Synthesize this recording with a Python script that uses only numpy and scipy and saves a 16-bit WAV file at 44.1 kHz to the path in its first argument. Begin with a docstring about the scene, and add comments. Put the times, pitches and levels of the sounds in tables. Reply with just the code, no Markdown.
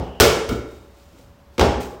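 """A bare room: two dunks on a mini basketball hoop hung over a door.
The backboard clacks against the door, the door booms, the steel rim rings and the ball thuds.
The net swishes; a faint squeak, rumble and hum lie underneath.
The loudest knock overloads the microphone."""
import sys
import numpy as np
from scipy import signal
from scipy.fft import rfft, irfft
from scipy.io import wavfile
from scipy.ndimage import map_coordinates

SR = 44100
rng = np.random.default_rng(int(sys.argv[2]) if len(sys.argv) > 2 else 0)


def waveform_to_disk(signal):
    """Save audio, clipped to [-1, 1], as 16-bit WAV at the path in sys.argv[1]."""
    frames = np.transpose(np.atleast_2d(signal))
    scaled = np.clip(frames, -1, 1) * 32767
    samples = np.round(scaled).astype(np.int16)
    wavfile.write(sys.argv[1], SR, samples)


N = 88200
LEAD_S, RING_S = 0.2, 1.4
AGE_S = np.arange(int(RING_S * SR)) / SR


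def knocks():
    """The backboard slaps the door and shakes the steel rim."""
    # (time [s], clack [dB], contact cut-off [Hz], door [dB], board [dB], rim [dB])
    hits = [(-.05, -31.5, 2900, -46, -31.5, -49), (.2000, -10, 10800, -16, -18.5, -25.5),
            (.2070, -10, 14800, -32.5, -14.5, -19.5), (.228, -20.5, 4000, -30.5, -22, -32.5),
            (.491, -32.5, 11900, -26, -27, -33.5), (1.239, -67.5, 6000, -48, -70, -68.5),
            (1.581, -24.5, 3040, -54.5, -34.5, -44), (1.595, -15, 3360, -32, -20, -38),
            (1.611, -15.5, 2180, -35, -31, -44)]
    # clack spectrum (frequency [Hz], density [dB])
    clack_colour = [(40, -17.5), (150, 0.5), (280, 3), (420, 9), (750, 0), (1400, -4), (2200, -4.5),
                    (3250, -1.5), (4100, -5.5), (5350, -3), (6100, -7), (7300, -8.5), (9000, -12),
                    (11000, -17), (15000, -7.5)]
    # backboard modes (frequency [Hz], level [dB], t60 [s])
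    board_modes = [(342, -9, 0.66), (373.8, -3, 0.75), (419.9, 1.5, 0.37), (433, -6, 0.85),
                   (463.2, -6.5, 0.69), (489.5, -1, 0.42), (622, -11.5, .6), (672.5, -9.5, .5),
                   (805, -15, 0.5)]
    # rim modes (frequency [Hz], level [dB], t60 [s])
    rim_modes = [(574, -4, 0.81), (1232, -2, 0.42), (1335, -1.5, 0.61), (1376, -5, 0.76), (1460, 0, 0.49),
                 (2162, -11, 0.69), (2257, -8.5, 0.64), (2844, -14, 0.36), (3122, -12.5, 0.42),
                 (3100, -10.5, 0.28), (3725, -19.5, 1.05), (4600, -24.5, 1.0), (5447, -14, 0.27),
                 (7780, -22, 0.4)]
    out, body = blank(), dense_resonances()
    for start_s, clack_db, contact_hz, door_db, board_db, rim_db in hits:
        clack = soften(impact(clack_colour, t60_s=0.029, direct_db=8.5), contact_hz)
        clack = undb(clack_db) * signal.fftconvolve(clack, body)[:len(AGE_S)]
        board = undb(board_db) * ring(board_modes, rise_s=0.0024, waver_rad=1.0, waver_hz=24)
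        rim = undb(rim_db) * ring(rim_modes, rise_s=0.0024, waver_rad=1.0, waver_hz=30)
        add(out, start_s, clack + undb(door_db) * door() + board + rim)
    return out[-N:]


def door():
    """The door panel booms on its hinges; its two lowest modes beat."""
    # panel modes (frequency [Hz], level [dB], t60 [s])
    panel_modes = [(60.6, -2.5, .6), (72, 2, 0.42), (85.9, 0, 0.38), (117.3, -2.5, .55), (142.1, -15.5, .6),
                   (183.7, -9.5, 0.76), (255.5, -11.5, 0.81)]
    return ring(panel_modes, rise_s=0.003, waver_rad=0.25, waver_hz=14)


def thuds():
    """Soft blows of the ball, and the door bumping in its frame."""
    # (time [s], thud [dB], contact resonance [Hz], door [dB], ball [dB])
    blows = [(-.06, -25.5, 777, -21.5, -36), (.005, -28.5, 161, -35, -43), (.365, -30.5, 405, -44, -55),
             (.51, -24, 300, -27.5, -47), (.77, -50, 99, -46.5, -73), (1.125, -52, 290, -61.5, -70.5),
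             (1.189, -56.5, 526, -48, -60.5), (1.583, -23.5, 426, -40, -38), (1.608, -21.5, 875, -16, -22),
             (1.624, -22, 615, -44, -29), (1.69, -28, 435, -30, -34), (1.776, -34.5, 480, -36, -41)]
    # thud spectrum (frequency [Hz], density [dB])
    thud_colour = [(40, -6), (120, -11.5), (260, 1), (450, -2), (800, -5.5), (1400, -6.5), (3000, -10),
                   (8000, -23), (16000, -25)]
    # modes of the ball and its air (frequency [Hz], level [dB], t60 [s])
    ball_modes = [(192.2, 0.5, 0.28), (238.6, -1, 0.57), (401, -2, 0.73), (535, 1, 0.43), (715, 2, 0.43),
                  (820, -2, 0.72), (923, -1.5, 0.38), (1129, -9, 0.65), (1427, -6.5, 0.32)]
    out = blank()
    for start_s, thud_db, contact_hz, door_db, ball_db in blows:
        thud = cushion(impact(thud_colour, t60_s=0.15, direct_db=9), contact_hz) * rise(0.002)
        ball = ring(ball_modes, rise_s=0.003, waver_rad=0.97, waver_hz=22)
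        add(out, start_s, undb(thud_db) * thud + undb(door_db) * door() + undb(ball_db) * ball)
    return out[-N:]


def swishes():
    """Net cords rub and whip in uneven bursts."""
    # (time [s], rise [s], t60 [s], level [dB])
    bursts = [(-.08, 0.036, 1.9, -61.5), (.481, 0.011, 0.35, -38), (0.599, 0.13, 1.1, -56.5),
              (0.901, 0.1, 1.14, -59), (1.06, 0.16, 0.4, -57.5), (1.509, 0.039, 0.69, -62),
              (1.8, 0.0082, 0.47, -39)]
    # cord noise spectrum (frequency [Hz], density [dB])
    net_colour = [(100, -23.5), (1000, -6), (2500, 3), (5000, 0.5), (8000, -2), (11000, -11.5), (15000, -5)]
    out = blank()
    for start_s, rise_s, t60_s, db in bursts:
        attack = np.minimum(AGE_S / rise_s, 1)
        decay = np.minimum(undb(-60 * (AGE_S - rise_s) / t60_s), 1)
        flutter_db = 1.5 * drift(151, len(AGE_S))
        add(out, start_s, undb(db + flutter_db) * attack * decay * noise(net_colour, len(AGE_S)))
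    return out[-N:]


def squeak(length_s=0.75, pitch_hz=2929.5, peak_db=-53.5, waver_rad=2.2, waver_hz=420):
    """A faint, unsteady tone swells and fades around the first dunk."""
    out = blank()
    tone = np.sin(2 * np.pi * pitch_hz * AGE_S + waver_rad * drift(waver_hz, len(AGE_S)))
    swell = np.sin(np.pi * np.minimum(AGE_S / length_s, 1))
    add(out, -LEAD_S, undb(peak_db) * unit(tone) * swell)
    return out[-N:]


def reverberation(colour, build_s=0.007):
    """Diffuse room tail in octave bands; the top dies first."""
    # room decay (frequency [Hz], t60 [s])
    room_decay = [(60, 1), (250, 0.56), (500, 0.95), (1400, .82), (3000, 0.56), (6000, 0.57), (9000, 0.57),
                  (13000, 0.35)]
    spectrum = rfft(noise(colour, len(AGE_S)))
    hz = np.fft.rfftfreq(len(AGE_S), 1 / SR)
    centres_hz = 55 * 2. ** np.arange(9)
    octave = np.interp(np.log(hz + 1), np.log(centres_hz), np.arange(len(centres_hz)))
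    tail = 0
    for k, centre_hz in enumerate(centres_hz):
        band = irfft(spectrum * np.maximum(1 - abs(octave - k), 0), len(AGE_S))
        tail += band * fade(lookup(room_decay, centre_hz))
    return rise(build_s) * tail


def room_tone(air_db=-49, hum_hz=566, hum_db=-60):
    """Low rumble and hiss with a faint wavering hum."""
    # background spectrum (frequency [Hz], density [dB])
    air_colour = [(20, -6), (45, -11.5), (68, 3.5), (110, -15), (170, -13), (500, -21.5), (1000, -21.5),
                  (2000, -31.5), (5000, -38), (10000, -47), (16000, -43.5)]
    hum = np.sin(2 * np.pi * hum_hz * np.arange(N) / SR + 0.5 * drift(24, N))
    return undb(air_db) * noise(air_colour, N) + undb(hum_db) * unit(hum)


def impact(colour, t60_s, direct_db, tail_db=-2):
    """A short noise burst, then the room."""
    direct = noise(colour, len(AGE_S)) * fade(t60_s)
    return undb(direct_db) * direct + undb(tail_db) * reverberation(colour)


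def ring(modes, rise_s, waver_rad, waver_hz):
    """Decaying modes whose phase wanders in the room."""
    out = 0
    for hz, db, t60_s in modes:
        phase = 2 * np.pi * hz * AGE_S + waver_rad * drift(waver_hz, len(AGE_S))
        out += undb(db) * fade(t60_s) * np.sin(phase)
    return out * rise(rise_s)


def dense_resonances(ripple_db=1.3, spacing_hz=23.96, size=8192):
    """Narrow peaks and dips shared by all clacks, as a causal response."""
    hz = np.fft.rfftfreq(size, 1 / SR)
    db = ripple_db * np.interp(hz / spacing_hz, np.arange(size), rng.standard_normal(size))
    cepstrum = irfft(np.log(undb(db)), size)
    response = irfft(np.exp(rfft(2 * cepstrum[:size // 2], size)), size)  # minimum phase
    return response / np.linalg.norm(response)


def soften(x, hz):
    """A softer contact cuts the treble."""
    return signal.sosfilt(signal.butter(1, hz, fs=SR, output="sos"), x)


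def cushion(x, hz, q=2.02):
    """Springy contact: a resonant low-pass."""
    w = 2 * np.pi * hz
    return signal.lfilter(*signal.bilinear([w * w], [1, w / q, w * w], SR), x)


def noise(colour, size):
    """Random-phase noise of a given spectrum, rms 1."""
    hz = np.fft.rfftfreq(size, 1 / SR)
    phases = np.exp(2j * np.pi * rng.random(len(hz)))
    return unit(irfft(undb(lookup(colour, hz)) * phases, size))


def drift(rate_hz, size):
    """Linearly joined random values, spread near 1."""
    points = rng.standard_normal(1024)
    return map_coordinates(points, [np.arange(size) * rate_hz / SR], order=1, mode="wrap")


def fade(t60_s):
    """Exponential decay."""
    return undb(-60 * AGE_S / t60_s)


def rise(tau_s):
    """Smooth onset."""
    return 1 - np.exp(-AGE_S / tau_s)


def lookup(table, hz):
    """Interpolate over log frequency."""
    knots_hz, values = np.array(table, float).T
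    return np.interp(np.log(np.maximum(hz, 1)), np.log(knots_hz), values)


def undb(db):
    """Decibels to gain."""
    return 10 ** (np.asarray(db) / 20)


def unit(x):
    """Scale to rms 1."""
    return x / np.sqrt(np.mean(x ** 2))


def blank():
    """Silence with a lead-in for sounds begun before time 0."""
    return np.zeros(N + int(LEAD_S * SR))


def add(out, start_s, x):
    """Mix x in at start_s, from -LEAD_S on."""
    i = int((start_s + LEAD_S) * SR)
    out[i:i + len(x)] += x[:len(out) - i]


def scene():
    """Mono sum at the microphone."""
    return (knocks() + thuds() + swishes() + squeak() + room_tone())[None]


def record(dry):
    """The microphone drops the deepest bass, clips the loudest peaks and cuts the top."""
    low_hz, top_hz = 35.5, 15800
    highpass = signal.butter(2, low_hz, "high", fs=SR, output="sos")
    lowpass = signal.ellip(10, 0.1, 80, top_hz, fs=SR, output="sos")
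    clipped = np.clip(signal.sosfilt(highpass, dry), -1, 1)
    return signal.sosfilt(lowpass, clipped)


dry = scene()
out = record(dry)
waveform_to_disk(out)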